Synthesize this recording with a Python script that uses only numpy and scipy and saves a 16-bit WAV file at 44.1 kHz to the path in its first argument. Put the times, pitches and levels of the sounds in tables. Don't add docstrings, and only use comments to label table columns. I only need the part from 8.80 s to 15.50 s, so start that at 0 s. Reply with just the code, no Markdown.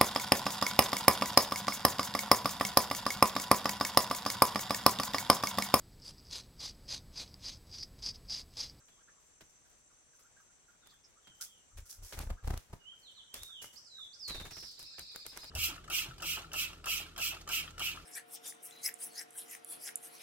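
import sys
import numpy as np
from scipy import signal
from scipy.fft import rfft, irfft
from scipy.io import wavfile
from scipy.ndimage import uniform_filter1d

SR = 44100
rng = np.random.default_rng(int(sys.argv[2]) if len(sys.argv) > 2 else 0)


def generate_wav(sig):
    pcm = np.round(np.clip(np.atleast_2d(sig).T, -1, 1) * 32767).astype(np.int16)
    wavfile.write(sys.argv[1], SR, pcm)


N = 295470
TIME, FREQS = np.arange(N) / SR, np.fft.rfftfreq(N, 1 / SR)

# start_s, peak_db, knock_db (low ring, relative), scuff_db (sliding foot)
CLAW_CATCHES = [(2.072, -53.5, -3, -64), (3.097, -51, -30, -81), (3.127, -48, -30, -85),
                (3.39, -36, 1, -53.5), (3.776, -39, -6, -57.5), (4.542, -35, -16, -70),
                (4.633, -38, -30, -61.5), (4.844, -46, 6, -67), (5.479, -42, -14, -70),
                (5.505, -46, -27, -51.5), (5.993, -45.5, -15, -66), (6.028, -46.5, -38, -60),
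                (6.194, -38, -8, -49.5), (6.36, -37, -2.5, -57), (6.465, -37, -5, -55),
                (6.574, -38.5, 1, -52.5), (6.644, -48.5, 3, -54)]
# frequency_hz, gain_db
BRIGHT_COLOUR = [(600, -22), (2000, -14), (4000, -8), (5500, 3), (8000, -1), (12000, -2.5), (16000, -7)]
# frequency_hz, likeness (0-1)
NEAR_LIKENESS = [(40, 0.91), (500, 0.8), (1200, 0.57), (2500, 0), (16000, 0)]


def amp(db):
    return 10 ** (np.asarray(db) / 20)


def unit(x):
    return x / np.sqrt(np.mean(x ** 2) + 1e-20)


def read(points):
    hz, value = np.transpose(points)
    return np.interp(np.log(FREQS + 1), np.log(hz), value)


def add(mix, start_s, sound):
    part = mix[..., max(round(start_s * SR), 0):][..., :sound.shape[-1]]
    part += sound[..., :part.shape[-1]]


def placed(pan_db):
    return amp([[pan_db / 2], [-pan_db / 2]])


def drift(rate_hz):
    return unit(irfft(rfft(rng.standard_normal(N)) * np.exp(-(FREQS / rate_hz) ** 2), N))


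def noise(gain, likeness, grain_db=0):
    grains = amp(grain_db * np.clip(drift(1970), -2.5, 2.5))
    left, other = rfft(rng.standard_normal((2, N)) * grains)
    same = np.clip(read(likeness), -1, 1)
    right = same * left + np.sqrt(1 - same ** 2) * other
    return unit(irfft(np.array([left, right]) * gain, N))


def echoes(x, t60, delay):
    t = np.arange(SR) / SR
    sparse = rng.standard_normal((2, SR)) * (rng.random((2, SR)) < .05)
    taps = sparse * amp(-60 * t / t60) * (t > delay)
    return signal.fftconvolve(np.atleast_2d(x), unit(taps) / np.sqrt(SR), axes=1)[:, :N]


def wingbeats(count=2):
    # strongest_beat_s, spread_s, push_db (air), swish_db (feathers)
    bursts = [(2.995, 0.035, -41, -59), (3.229, 0.031, -40.5, -56), (3.412, 0.048, -37, -39),
              (3.51, 0.034, -29.5, -38.5), (3.712, 0.071, -29.5, -35.5), (3.94, 0.029, -46.5, -43.5),
              (4.618, 0.031, -52, -69), (5.618, 0.1, -47, -49)]
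    beat_gap_s, jitter_s = 0.03135, .0008
    push_fall_db, swish_fall_db = 6.5, 20
    tiring_db = 2.5
    beats = []
    for s, spread, push_db, swish_db in bursts:
        for offset in np.arange(-count, count + 1) * beat_gap_s:
            u = offset / spread
            beat_s = s + offset + jitter_s * rng.standard_normal()
            beat_push_db = push_db - push_fall_db * u ** 2 - tiring_db * u
            beat_swish_db = swish_db - swish_fall_db * u ** 2 - tiring_db * u
            beats.append((beat_s, beat_push_db, beat_swish_db))
    return beats


def wings(gust_db=-2, rebound=0.97, lead_s=0.0041, swish_s=0.0053, wake_db=-19, wake_s=0.033):
    # frequency_hz, gain_db
    swish_colour = [(25, 10), (130, 10), (300, -0.5), (750, 0), (1400, -7), (2800, -15.5), (7000, -19),
                    (16000, -25.5)]
    quiver_hz, quiver_db, quiver_s = 84.6, -7, 0.013
    push, power = np.zeros(N), np.zeros(N)
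    t = np.arange(-.07, .07, 1 / SR)
    for s, push_db, swish_db in wingbeats():
        u = t / (0.0076 * rng.uniform(0.95, 1.2))
        gust = (2 * u ** 2 - 1 + rebound * (u ** 3 - u)) * np.exp(-u ** 2)
        quiver = np.sin(2 * np.pi * (quiver_hz * t + rng.random())) * np.exp(-(t / quiver_s) ** 2)
        add(push, s + t[0], amp(push_db) * (amp(gust_db) * gust + amp(quiver_db) * quiver))
        wake = amp(wake_db) * np.exp(-(t / wake_s) ** 2)
        stroke = np.exp(-((t + lead_s) / swish_s) ** 2) + wake
        add(power, s + t[0], (amp(swish_db) * stroke) ** 2)
    swish = np.sqrt(power) * noise(amp(read(swish_colour)), NEAR_LIKENESS, grain_db=5.5)
    return push * placed(0.99) + swish


def flutter(count=7, gap_s=.05, slowing_s=.002):
    k = np.arange(count)
    return k * gap_s + k * (k - 1) / 2 * slowing_s


def strokes():
    # start_s, body_db, hiss_db, fade (relative length)
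    sweeps = [(.083, -64, -70, 0.013), (.608, -55.5, -61, 0.012), (1.39, -72.5, -65, 0.024),
              (2.471, -56, -65, .009), (2.609, -68, -41, 0.027), (2.972, -57, -55, 0.02),
              (3.055, -85, -59, .05), (3.094, -86, -48.5, 0.037), (3.226, -66, -53.5, .12),
              (3.323, -47.5, -50.5, 0.021), (3.407, -51.5, -52, 0.021), (3.637, -63.5, -63, 0.14),
              (4.539, -52.5, -50, 0.037), (4.618, -71, -57, 0.054), (4.816, -56.5, -49.5, 0.038),
              (4.928, -66, -58.5, 0.038), (5.479, -50.5, -45, 0.017), (5.994, -61, -52.5, 0.01),
              (6.518, -59.5, -64, 0.084)]
    scuffs = [(s - 0.013, db, db - 6, 0.016) for s, _, _, db in CLAW_CATCHES]
    blows = []
    for t in flutter():
        fall_db = 24 * t
        blows.append((5.495 + t, -46 - fall_db, -49.5 - fall_db, 0.019))
    return [*sweeps, *scuffs, *blows]


def brushes(rise_share=0.2, tail_db=-27, tail_s=0.1, fizz_db=-13, lightness=0.077):
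    # frequency_hz, gain_db
    body_colour = [(30, -5), (150, -13.5), (400, 1.5), (900, -2.5), (1600, -0.5), (2600, -1.5), (4500, -5),
                   (9000, -35)]
    # frequency_hz, gain_db
    fizz_colour = [(5000, -32), (8000, 7), (11000, 13), (16000, -15)]
    body, hiss, fizz = np.zeros(N), np.zeros(N), np.zeros(N)
    t = np.arange(SR // 2) / SR
    for s, body_db, hiss_db, fade in strokes():
        rise = rise_share * fade
        fall = np.exp(-(t / (1.48 * fade)) ** 2) + amp(tail_db) * np.exp(-t / tail_s)
        shape = np.minimum(t / rise, 1) * fall
        stroke_fizz_db = hiss_db + fizz_db + lightness * (hiss_db - body_db)
        add(body, s - rise / 3, (amp(body_db) * shape) ** 2)
        add(hiss, s - rise / 3, (amp(hiss_db) * shape) ** 2)
        add(fizz, s - rise / 3, (amp(stroke_fizz_db) * shape) ** 2)
    dull = np.sqrt(body) * noise(amp(read(body_colour)), NEAR_LIKENESS, grain_db=3.0)
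    bright = np.sqrt(hiss) * noise(amp(read(BRIGHT_COLOUR)), NEAR_LIKENESS, grain_db=5.0)
    fizzing = np.sqrt(fizz) * noise(amp(read(fizz_colour)), NEAR_LIKENESS, grain_db=9.0)
    return dull + (bright + fizzing) * placed(-1.1)


def ticks(snap_s=0.0022, snap_db=2, knock_db=-3, pan_db=0.5):
    # frequency_hz, gain_db
    snap_colour = [(300, -12), (2500, -5), (4500, 1), (8000, 0.5), (12000, 2), (16000, -6)]
    # centre_hz (each catch detunes it), level_db (relative), t60_s
    cage_modes = [(604, -14.5, 0.045), (925, 2, 0.013), (1376, 8.5, 0.008), (1810, -18, 0.0076),
                  (2260, -3, 0.021), (3350, -32, .012)]
    out, t = np.zeros((2, N)), np.arange(3000) / SR
    snap = noise(amp(read(snap_colour)), NEAR_LIKENESS)
    for s, db, low_db, _ in CLAW_CATCHES:
        ring = np.zeros(len(t))
        for hz, mode_db, t60 in cage_modes:
            ring += amp(mode_db - 60 * t / t60) * np.sin(2 * np.pi * hz * rng.uniform(0.91, 1.11) * t)
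        crack = snap[:, rng.integers(N - len(t)):][:, :len(t)] * np.exp(-t / snap_s)
        catch = amp(snap_db) * crack + amp(knock_db + low_db) * ring / 2
        add(out, s, amp(db) * placed(pan_db) * catch)
    return out + amp(-20) * echoes(out, t60=0.014, delay=.002)


def scratches(per_s=12, size_db=-72):
    loudness_db = size_db + 2.5 * np.minimum(rng.exponential(1, N), 3)
    sizes = amp(loudness_db) * (rng.random(N) < per_s / SR)
    shape = signal.lfilter([1], [1, -np.exp(-1 / (0.036 * SR))], sizes)
    restless_db = np.interp(TIME, [2.4, 5.4, 5.6], [-9, 0, 6])
    return shape * noise(amp(read(BRIGHT_COLOUR)), NEAR_LIKENESS, grain_db=6) * amp(restless_db)


def thumps(rise_s=0.014, fade_s=0.03):
    # frequency_hz, gain_db
    thump_colour = [(25, 6.5), (60, 10.5), (110, 7), (220, 0.5), (400, -6), (900, -55), (3000, -53)]
    shape, t = np.zeros(N), np.arange(SR // 4) / SR
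    for s, db, _, _ in strokes():
        add(shape, s, amp(db - 3.5) * np.minimum(t / rise_s, 1) * np.exp(-t / fade_s))
    return shape * noise(amp(read(thump_colour)), NEAR_LIKENESS)


def tone(hz, db, overtone_db=-33):
    phase = 2 * np.pi * np.cumsum(hz) / SR
    overtones = np.sin(2 * phase) + np.sin(3 * phase)
    wave = np.sin(phase) + amp(overtone_db) * overtones
    return np.sqrt(2) * amp(db) * wave * signal.windows.tukey(len(hz), .12)


def glide(rows):
    s, hz, db = np.transpose(rows)
    t = np.arange(s[0], s[-1], 1 / SR)
    return t, uniform_filter1d(np.interp(t, s, hz), 500), np.interp(t, s, db)


def whistle(start, length, first_hz, last_hz, arch_hz, level_db, crest):
    t = np.arange(0, length, 1 / SR)
    u, crest = t / length, np.clip(crest, .1, .9)
    settle_s = .075
    slide = np.expm1(-t / settle_s) / np.expm1(-length / settle_s)
    hz = first_hz + (last_hz - first_hz) * slide + arch_hz * np.sin(np.pi * u) ** 2
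    ends_db = -6.5 * np.interp(u, [0, crest, 1], [-1, 0, 1]) ** 2
    onset_db = -8 * np.maximum(1 - u / crest, 0) ** 3
    return start + t, hz, level_db + ends_db + onset_db


def whistles(wobble, waver=0.0054, blur=0.0179):
    # start_s, length_s, first_hz, last_hz, arch_hz, level_db (before distance),
    # crest (loudest point, 0-1), depth (into the trees, 0-1)
    whistle_notes = [ (0.056, 0.13, 3630, 3130, 83, -73.5, 0.6, 0.66),
                     (2.003, 0.14, 3790, 3300, 99, -66, 0.26, 0.65),
                     (2.409, 0.11, 3565, 3036, 0, -64, 0.8, 0.97),
                     (2.505, .3, 3150, 2860, 478.5, -67, 0.6, 1),
                     (3.99, 0.059, 3000, 2810, 0, -66.5, .7, .01),
                     (4.05, 0.084, 2884, 3220, 39, -53.5, 0.3, 0.04),
                     (4.22, 0.083, 4630, 2930, 378, -53.5, 1, 0.28),
                     (4.348, .064, 4510, 2983, 168, -53.5, 0.96, 0.19),
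                     (4.46, 0.38, 3103, 2870, 870.5, -54.5, 0.93, 0.03),
                     (4.955, 0.033, 4170, 6100, -200, -53, 0.54, 0.01),
                     (5.045, 0.043, 5900, 4240, -4, -59, 0.4, 0),
                     (5.093, .155, 4230, 3415, 208, -51, 0.9, 0.01),
                     (5.327, 0.027, 4000, 6370, -450, -51.5, .5, 0.15),
                     (5.385, 0.22, 5960, 3568, 59, -46.5, 0.31, 0.03)]
    near, far = np.zeros(N), np.zeros(N)
    for *shape, depth in whistle_notes:
        t, hz, db = whistle(*shape)
        depth = np.clip(depth, 0, 1)
        unsteady = waver + blur * depth * (hz / 3000) ** 2
        note = tone(hz * (1 + unsteady * np.interp(t, TIME, wobble)), db)
        add(near, t[0], (1 - depth) ** 2 * note)
        add(far, t[0], np.sqrt(depth) * note)
    return near, far


def buzz(flicks_per_s=87, flick_depth=0.18):
    # time_s, pitch_hz (flicked around), level_db (before the flicks)
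    buzz_path = [(5.695, 5000, -64), (5.72, 5290, -50), (5.84, 5184, -49.5), (5.885, 4800, -50),
                 (5.92, 4430, -55), (5.97, 4500, -62)]
    t, hz, db = glide(buzz_path)
    flick = ((t - t[0]) * flicks_per_s + 0.042 * np.interp(t, TIME, drift(40))) % 1
    sweep = 1 + flick_depth * (.6 - 3.1 * (1 - flick) ** 2.6)
    swell = np.sin(np.pi * flick ** 1.06)
    return t[0], tone(hz * sweep, db - 0.5) * swell


def trill(wobble, arch_s=0.033, quaver=0.043, rasp_db=3, undertone_db=-12, flank_db=-3):
    # start_s, length_s, level_db, top_hz (of the first note)
    trill_runs = [(6.002, .43, -54, 5268), (6.488, .03, -53, 5050), (6.614, .085, -53.5, 5170)]
    gap_s, sag_hz_per_s, drop = .0573, 900, .28
    out, shake = np.zeros(N), drift(490)
    u = np.arange(-arch_s, arch_s, 1 / SR) / arch_s
    for run_s, length, level_db, first_top_hz in trill_runs:
        for t in np.arange(0, length, gap_s):
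            s, top_hz = run_s + t, first_top_hz - sag_hz_per_s * t
            arch = 1 - drop * np.sin(np.pi * u / 2) ** 2
            hz = top_hz * arch * (1 + quaver * np.interp(s + u * arch_s, TIME, shake))
            rough_db = rasp_db * np.interp(s + u * arch_s, TIME, wobble)
            db = level_db + flank_db * u ** 2 + rough_db
            undertone = tone(hz / 2, db + undertone_db - 110 * u ** 2)
            add(out, s - arch_s, tone(hz, db) + undertone)
    return out


def song(lag_s=0.00018):
    wobble = drift(146)
    slurs, far = whistles(wobble)
    add(slurs, *buzz())
    trilled = trill(wobble)
    direct = amp(-1.0) * slurs + amp(-7.0) * trilled
    sides = np.array([np.interp(TIME - lag_s, TIME, direct), direct])
    trees = echoes(amp(1.5) * slurs + amp(1) * trilled, t60=0.48, delay=.006)
    deep = echoes(far, t60=.42, delay=.003)
    return sides * placed(-10.0) + trees + deep


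def peeps(length_s=0.026, rasp=0.07, count=60, chatter_db=-82, spread_db=7, chatter_hz=1400):
    # centre_s, level_db (before distance), pitch_hz, glide_octaves
    clear_peeps = [(0.287, -69, 1634, 0.83), (1.454, -73, 1420, 0.29), (1.604, -71.5, 1350, -0.49),
                   (1.576, -70, 1574, 0.14), (1.89, -71.5, 1468, 0), (2.035, -73.5, 1413, 0.31),
                   (2.105, -69, 4570, 0.16), (2.249, -66, 5620, 0.17), (2.615, -60.5, 1420, 0.026),
                   (3.58, -66.5, 1426, 0.58), (4.698, -68.5, 1370, 0.19), (5.192, -67, 1320, -0.73)]
    out, u = np.zeros(N), np.linspace(-.5, .5, int(length_s * SR))
    chatter = []
    for when, loud, high, slope in rng.random((count, 4)):
        pitch_hz = chatter_hz * 2 ** (0.588 * (high - .5))
        chatter.append((when * N / SR, chatter_db + spread_db * loud, pitch_hz, slope - .5))
    shake = drift(300)
    for s, db, hz, octaves in [*clear_peeps, *chatter]:
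        bend = 2 ** (octaves * u) * (1 + rasp * np.interp(s + u * length_s, TIME, shake))
        add(out, s - length_s / 2, tone(hz * bend, db - 40 * u ** 2))
    return amp(3.5) * out + amp(2.5) * echoes(out, t60=0.13, delay=0.0027)


def woodland(air_db=-71, swell_db=1):
    # frequency_hz, gain_db
    air_colour = [(15, -27), (25, 7), (114, 1), (166, -0.5), (354, -3), (489, -2), (962, -5), (1070, -5),
                  (1480, -5), (3520, -10), (5140, -11.5), (6380, -22), (16000, -25.5)]
    # centre_hz, half_width_hz, level_db (before it falters)
    insect_bands = [(6113, 354, -70.5), (7445, 290, -70.5), (8760, 830, -76.5)]
    # frequency_hz, likeness (0-1)
    air_likeness = [(40, 0.43), (300, 0.2), (1000, 0.12), (3000, 0), (16000, 0)]
    air_gain = amp(air_db + swell_db * drift(18.0))
    out = air_gain * noise(amp(read(air_colour)), air_likeness) * placed(2.7)
    falter = np.minimum(drift(0.67) + 0.21, 0)
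    for hz, width, db in insect_bands:
        band = noise(np.exp(-.5 * ((FREQS - hz) / width) ** 2), air_likeness)
        out += band * amp(db + 4.0 * falter + .5 * drift(27) + 1.25 * drift(71))
    return out


def scene():
    near = wings() + brushes() + ticks() + scratches() + thumps()
    radiated = signal.sosfilt(signal.butter(2, 150, "high", fs=SR, output="sos"), near)
    surroundings = amp(-11) * echoes(radiated, t60=0.21, delay=0.012)
    return near + surroundings + song() + peeps() + woodland()


def record(dry):
    edge_hz = 16250
    band_limit = signal.firwin(511, edge_hz, window=("kaiser", 9), fs=SR)
    return signal.oaconvolve(dry, band_limit[None], "same")


dry = scene()
out = record(dry)
generate_wav(out)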